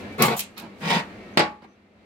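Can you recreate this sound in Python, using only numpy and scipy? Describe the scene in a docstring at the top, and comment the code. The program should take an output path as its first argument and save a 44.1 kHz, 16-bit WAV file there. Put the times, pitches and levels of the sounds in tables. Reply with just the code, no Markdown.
"""A workshop, close to a welded steel tray, heard on a stereo pair of microphones.
A steel tape measure runs back over the tray, skids and slaps on it, and snaps into its case.
A metal rod is dragged off the tray, sticking and slipping, then stood on it with a bouncing knock
and a small nudge. The tray rings under both. Behind them lie low room noise, a hum with thin whines
and the rustle of a sleeve."""
import sys
import numpy as np
from scipy import signal
from scipy.fft import rfft, irfft
from scipy.io import wavfile
from scipy.ndimage import uniform_filter1d

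SR = 44100
rng = np.random.default_rng(int(sys.argv[2]) if len(sys.argv) > 2 else 0)


def store_pcm(level_fs):
    """Save levels as 16-bit WAV."""
    pcm = np.round(np.clip(level_fs, -1, 1) * 32767).astype(np.int16)
    wavfile.write(sys.argv[1], SR, np.atleast_2d(pcm).T)


N = 90404
TIME = np.arange(N) / SR
RING_TIME = np.arange(26000) / SR

# blade sliding on the tray (time [s], level [dB])
BLADE_SLIDE = [(.18, -38), (.186, -23.5), (.206, -16.5), (.24, -16), (.265, -25), (.3, -27), (.315, -20.5),
               (.337, -27), (.355, -56.5), (.365, -54)]
# blade slapping the tray (time [s], strength [dB])
BLADE_SLAPS = [(.207, 6), (.216, 3), (.2335, 6), (.2395, 6.5), (.283, 9)]
# tray's dense ring under the blade (frequency [Hz], level [dB])
BLADE_COLOUR = [(50, -29.5), (100, -17), (150, 5), (300, -4.5), (700, -2), (1500, -10.5), (2400, -11),
                (4500, -17), (7000, -33.5), (16000, -36)]
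# blade hissing through the mouth of the case (time [s], level [dB])
BLADE_HISS = [(.18, -48), (.22, -44), (.26, -26), (.285, -43), (.362, -51.5), (.366, -29.5), (.385, -30),
              (.405, -28), (.415, -55), (.44, -44)]
# spectrum of that hiss (frequency [Hz], level [dB])
HISS_COLOUR = [(100, -48.5), (1500, -19.5), (3000, -0.5), (5500, -7), (7500, 1), (10000, -7), (12000, 5),
               (16000, -3.5)]
# sharp clicks: the tape and its hook snapping into the case, then lighter clicks of the rod or hand (time [s],
# strength [dB])
SNAPS = [(.2217, 6), (.2235, 13.5), (.3935, 3.5), (.406, 0), (.579, -12.5), (.587, -18), (.598, -15),
         (.6225, -27.5)]
# spectrum of those clicks (frequency [Hz], level [dB])
SNAP_COLOUR = [(30, -45.5), (100, -25.5), (700, -29.5), (2500, 5.5), (5000, -2), (9500, -2.5), (12000, 2.5),
               (16000, 2.5)]


def tape_measure():
    """Up front, the blade skids and slaps over the tray, hisses into the case and clicks home."""
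    body = tray(BLADE_COLOUR, UNDER_TAPE, modes_db=1, crack_db=-1, sustain=0.59)
    friction = grains(spread_db=1) * level(BLADE_SLIDE)
    skid = excite(friction + blows(BLADE_SLAPS), body)
    rush = rng.standard_normal(N) * level(BLADE_HISS)
    hiss = excite(rush, ring(HISS_COLOUR, crack_db=1, crack_s=0.001))
    clicks = excite(blows(SNAPS), ring(SNAP_COLOUR, crack_db=2, crack_s=0.0033))
    return skid + hiss + clicks


# rod's end striking the tray (time [s], strength [dB], low-pass cutoff [Hz], clack [dB])
KNOCKS = [(1.373, 16.5, 14000, 8), (1.3775, 6.5, 5000, 1.5), (1.3938, 0, 5000, 7.5), (1.3979, 12, 2500, 4),
          (1.4061, 9.5, 3050, -3)]
# tray's dense ring under the rod's end (frequency [Hz], level [dB])
KNOCK_COLOUR = [(55, -30.5), (105, -25), (155, 2), (300, -5), (550, 0.5), (1000, -9.5), (2200, -4.5),
                (3200, -11.5), (4800, -12), (5800, -26), (9000, -29.5), (16000, -34.5)]
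# hard clack of metal on metal (frequency [Hz], level [dB])
CLACK_COLOUR = [(200, -20), (1200, -0.5), (2300, 1), (3200, -4), (4800, -2.5), (6200, -15), (16000, -31.5)]


def rod_knock():
    """The rod's end lands with a hard clack and bounces; the later contacts are softer and duller."""
    force = np.zeros(N)
    for start, db, cutoff_hz, _ in KNOCKS:
        pole = np.exp(-2 * np.pi * cutoff_hz / SR)
        force += signal.lfilter([1 - pole], [1, -pole], blows([(start, db)]))
    taps = blows([(start, clack_db) for start, _, _, clack_db in KNOCKS])
    clack = excite(taps, ring(CLACK_COLOUR, crack_db=3.5, crack_s=0.0019))
    body = tray(KNOCK_COLOUR, UNDER_ROD_END, modes_db=-3, crack_db=-4.5, sustain=0.98)
    return clack + excite(force, body)


# rod dragged off the tray (time [s], chatter [dB], grit [dB])
DRAG = [(.8, -46, -67), (.815, -29, -40), (.845, -30, -33), (.878, -30, -24.5), (.915, -24, -18),
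        (.94, -27, -23), (.98, -24, -27.5), (.998, -23, -31.5), (1.014, -61.5, -55)]
# tray's dense ring under the slips (frequency [Hz], level [dB])
CHATTER_COLOUR = [(50, -49), (100, -11.5), (150, 4), (230, 13.5), (320, -5.5), (900, -4), (2000, -5),
                  (5000, -25.5), (16000, -44.5)]
# tray's dense ring under grinding rust (frequency [Hz], level [dB])
GRIT_COLOUR = [(30, -48), (100, -32.5), (300, -12), (950, -0.5), (1500, -13.5), (2050, -3), (3100, -5),
               (3900, -8), (6000, -17.5), (10000, -27), (16000, -35.5)]


def rod_drag(mean_slip_hz=156.87, jitter=0.16, grind_fall_db=18.5):
    """The rod sticks and slips unevenly; rust grinds under it, hardest just after each slip."""
    wander = evened(uniform_filter1d(rng.standard_normal(N), size=160))
    cycles = np.cumsum(mean_slip_hz * (1 + jitter * wander)) / SR
    onsets = np.diff(np.floor(cycles), prepend=0)  # one slip per cycle
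    slips = evened(onsets * amp(2.5 * wander))
    rust = evened(grains(spread_db=3.5) * amp(-grind_fall_db * (cycles % 1)))
    chatter_body = tray(CHATTER_COLOUR, UNDER_DRAG, modes_db=-4, crack_db=2.5, sustain=0.95)
    grit_body = tray(GRIT_COLOUR, UNDER_DRAG, modes_db=0, crack_db=5.5, sustain=0.76)
    chatter = excite(slips * level(DRAG, column=1), chatter_body)
    grit = excite(rust * level(DRAG, column=2), grit_body)
    return chatter + grit


# light shifts of metal on the tray (start [s], length [s], rub [dB], scratch [dB])
NUDGES = [(0.563, 0.041, -46, -38), (0.591, 0.092, -39.5, -54.5), (1.617, 0.014, -40, -54.5),
          (1.63, 0.027, -43.5, -65)]
# spectrum of the dull rub (frequency [Hz], level [dB])
NUDGE_COLOUR = [(30, -39), (110, -11.5), (210, 10.5), (330, -7), (800, 2.5), (1500, -8.5), (2600, -13),
                (6000, -30.5), (16000, -42)]


def nudges():
    """Brief light scuffs of metal on the tray: a dull rub and a bright scratch."""
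    rub, scratch = np.zeros((2, N))
    for start, length, rub_db, scratch_db in NUDGES:
        friction = swell(start, length) * grains(spread_db=1)
        rub += amp(rub_db) * friction
        scratch += amp(scratch_db) * friction
    body = tray(NUDGE_COLOUR, UNDER_ROD_END, modes_db=-6, crack_db=15, sustain=0.94)
    return excite(rub, body) + excite(scratch, ring(CLACK_COLOUR, crack_db=2.5, crack_s=0.0022))


# tray modes (frequency [Hz], base t60 [s], level under tape [dB], dragged rod [dB], rod's end [dB])
TRAY_MODES = [(165, .28, -13, -7, -9), (223, .2, -8, -15, -7), (322, .25, -25, -22, -5),
              (368, .17, -13, -20, -10), (452, .17, -19, -21, -14), (570, .15, -19, -21, -9),
              (705, .24, -10, -12, -17), (838, .35, -16, -18, -6), (885, .33, -17, -8, -13),
              (931, .28, -11, -9, -20), (1111, .33, -13, -15, -10), (1176, .42, -15, -21, -14),
              (1385, .36, -27, -19, -20), (1631, .22, -28, -24, -16), (1899, .24, -24, -9, -10),
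              (2010, .16, -23, -15, -17), (2132, .17, -17, -21, -14), (2243, .17, -18, -21, -17),
              (2391, .17, -20, -17, -15), (2540, .2, -24, -18, -20), (2991, .16, -25, -19, -17)]
UNDER_TAPE, UNDER_DRAG, UNDER_ROD_END = 2, 3, 4  # level columns


def tray(colour, place, modes_db, crack_db, sustain):
    """The tray's response to a tap at one place; sustain scales how long its modes ring there."""
    modes = np.zeros((2, len(RING_TIME)))
    for row in TRAY_MODES:
        hz, t60 = row[:2]
        # each mode reaches the two microphones with its own phase gap
        phase_gap = np.arccos(np.clip(read(LIKENESS, hz), -1, 1))
        phases = phase_gap * rng.choice([-.5, .5]) * np.array([[1], [-1]])
        decay = amp(-60 * RING_TIME / (t60 * sustain))
        modes += amp(row[place] + modes_db) * unit(np.sin(2 * np.pi * hz * RING_TIME + phases) * decay)
    radiation = signal.butter(4, 148, "highpass", fs=SR, output="sos")  # the tray radiates little bass
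    return unit(ring(colour, crack_db, crack_s=0.0087) + signal.sosfilt(radiation, modes))


# decay of the tray's dense upper modes and the room together (frequency [Hz], t60 [s])
RING_DECAY = [(60, 0.11), (200, 0.09), (500, 0.22), (1000, 0.28), (2000, 0.22), (4000, 0.18), (8000, 0.18),
              (16000, 0.028)]


def ring(colour, crack_db, crack_s):
    """Response to one tap: a short crack, then a dense ring that dies by band."""
    size = len(RING_TIME)
    hz, t, bands = signal.stft(diffuse(size), SR, nperseg=256)
    decay = amp(-60 * t / read(RING_DECAY, hz)[:, None])
    tail = signal.istft(bands * decay, SR, nperseg=256)[1][:, :size]
    crack = diffuse(size) * np.exp(-RING_TIME / crack_s)
    return unit(coloured(unit(tail) + amp(crack_db) * unit(crack), colour))


# workshop background (time [s], level [dB])
ROOM_LEVEL = [(0, -36), (.17, -41), (.35, -43.5), (.53, -50), (.68, -46.5), (.78, -46.5), (1.1, -42.5),
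              (1.35, -43.5), (1.45, -40), (1.6, -55.5), (1.9, -58.5), (2.05, -54.5)]
# low room noise (frequency [Hz], level [dB])
ROOM_COLOUR = [(25, -24.5), (60, -7.5), (100, -1), (150, -12), (205, 5.5), (260, -2), (400, -4),
               (650, -7.5), (1200, -21.5), (2300, -21.5), (3300, -28), (6000, -34), (16000, -51)]
# faint metallic shimmer (frequency [Hz], level [dB])
SHIMMER_COLOUR = [(100, -34), (400, -7.5), (1200, 0), (2400, -1), (3200, -6.5), (4500, -13), (8000, -43)]


def room_tone(shimmer_db=-8):
    """The workshop behind the tray: low noise and a faint metallic shimmer rise and fall together."""
    shimmer = excite(rng.standard_normal(N), ring(SHIMMER_COLOUR, crack_db=-18.5, crack_s=0.0024))
    rumble = coloured(diffuse(N), ROOM_COLOUR)
    return (evened(rumble) + amp(shimmer_db) * evened(shimmer)) * level(ROOM_LEVEL)


# sleeve and hand moving (time [s], level [dB])
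RUSTLE = [(0, -52.5), (.08, -81), (.13, -57), (.2, -75.5), (.5, -66.5), (.75, -80), (.81, -53.5),
          (1.05, -63), (1.18, -80), (1.3, -96)]
# spectrum of their rustle (frequency [Hz], level [dB])
RUSTLE_COLOUR = [(100, -23.5), (2000, -0.5), (7000, -5.5), (12000, -10), (16000, -16)]


def sleeve_rustle():
    """A moving arm makes soft swells of bright noise."""
    return evened(coloured(diffuse(N), RUSTLE_COLOUR)) * level(RUSTLE)


# workshop hum and thin whines (frequency [Hz], level relative to the hum [dB])
HUM = [(200, 0), (1637, -17), (1825, -14), (1880, -16), (2073, -13), (2256, -13), (2400, -17)]
# passing tones and high chirps (start [s], length [s], pitch [Hz], width [Hz], level [dB])
TONES = [(0.03, 0.064, 1690, 15, -50), (0.101, 0.062, 2313, 15, -47), (1.09, .09, 1635, 10, -53),
         (1.325, .045, 6300, 250, -63), (1.665, .1, 6050, 250, -74)]


def faint_tones(hum_db=-8):
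    """Far back, a hum and thin whines follow the room's level; a few tones and chirps come and go."""
    tones = sum(amp(db + hum_db) * thin_tone(hz, width_hz=3) for hz, db in HUM) * level(ROOM_LEVEL)
    for start, length, hz, width_hz, db in TONES:
        tones += amp(db) * swell(start, length) * thin_tone(hz, width_hz)
    return tones


def thin_tone(hz, width_hz):
    """A narrow band of noise: a wavering tone."""
    band = np.exp(-((np.fft.rfftfreq(N, 1 / SR) - hz) / width_hz) ** 2)
    return evened(irfft(rfft(diffuse(N)) * band, N))


# likeness of the left and right microphones (frequency [Hz], correlation [0-1])
LIKENESS = [(30, 0.6), (70, 0.93), (190, 1), (380, 0.79), (700, 0.74), (1300, 0), (2400, 0.14), (5000, 0)]


def diffuse(size):
    """Noise at the two microphones, alike in the bass and unrelated in the treble."""
    left, unrelated = np.exp(2j * np.pi * rng.random((2, size // 2 + 1)))
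    likeness = np.clip(read(LIKENESS, np.fft.rfftfreq(size, 1 / SR)), -1, 1)
    right = likeness * left + np.sqrt(1 - likeness ** 2) * unrelated
    return irfft(np.array([left, right]), size)


def grains(spread_db, catches_per_s=2500):
    """Friction: many tiny catches of uneven size."""
    sizes = amp(spread_db * np.minimum(rng.exponential(1, N), 4))
    signs = rng.choice([-1, 1], N)
    catches = rng.random(N) < catches_per_s / SR
    return evened(sizes * signs * catches)


def blows(rows):
    """One impulse per row of (time [s], strength [dB])."""
    force = np.zeros(N)
    for start, db in rows:
        force[round(start * SR)] += amp(db)
    return force


def excite(force, response):
    """Plays a force through a stereo response."""
    return signal.fftconvolve(force[None], response, axes=1)[:, :N]


def coloured(x, colour):
    """Minimum-phase filter with the given spectrum."""
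    log_gain = np.log(amp(read(colour, abs(np.fft.fftfreq(4096, 1 / SR)))))
    spectrum = np.exp(np.conj(signal.hilbert(log_gain)))
    taps = np.fft.ifft(spectrum).real[:2048]
    return signal.fftconvolve(x, taps[None], axes=1)[:, :x.shape[1]]


def balanced(x, table):
    """Splits a left-right level difference between the channels."""
    tilt_db = read(table, np.fft.rfftfreq(2 * N, 1 / SR)) * np.array([[.5], [-.5]])
    return irfft(rfft(x, 2 * N) * amp(tilt_db))[:, :N]


def swell(start, length):
    """A half-sine rise and fall."""
    return np.sin(np.pi * np.clip((TIME - start) / length, 0, 1))


def level(curve, column=1):
    """Gain over time from one dB column; silent outside the curve."""
    rows = np.array(curve)
    return amp(np.interp(TIME, rows[:, 0], rows[:, column], left=-200, right=-200))


def read(table, hz):
    """Reads a table on a log-frequency axis."""
    table_hz, values = np.transpose(table)
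    return np.interp(np.log(hz + 1), np.log(table_hz + 1), values)


def amp(db):
    """Decibels to gain."""
    return 10 ** (np.asarray(db) / 20)


def evened(x):
    """Scales to rms 1."""
    return x / np.sqrt(np.mean(x ** 2) + 1e-20)


def unit(x):
    """Scales to a mean energy of 1 per channel."""
    return evened(x) / np.sqrt(x.shape[-1])


# extra balance for the rod and the nudges (frequency [Hz], left minus right [dB])
ROD_BALANCE = [(1500, 0), (4400, 0), (8000, -6.5), (14000, 4)]


def scene():
    """Tape and rod on the tray in front, the workshop behind."""
    tape = tape_measure()
    rod = balanced(rod_drag() + rod_knock() + nudges(), ROD_BALANCE)
    return tape + rod + room_tone() + sleeve_rustle() + faint_tones()


# difference in colour between the microphones (frequency [Hz], left minus right [dB])
MIC_BALANCE = [(200, 0.5), (380, 1.5), (700, 1.5), (1300, -0.5), (2400, 2.5), (3300, -5.5), (4400, -6.5),
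               (6000, -2), (10000, 1.5), (15000, 1)]


def record(dry):
    """The two microphones differ in colour, and a steep low-pass cuts the highest treble."""
    lowpass = signal.firwin(511, cutoff=15850, window=("kaiser", 9), fs=SR)
    return signal.oaconvolve(balanced(dry, MIC_BALANCE), lowpass[None], "same")


dry = scene()
out = record(dry)
store_pcm(out)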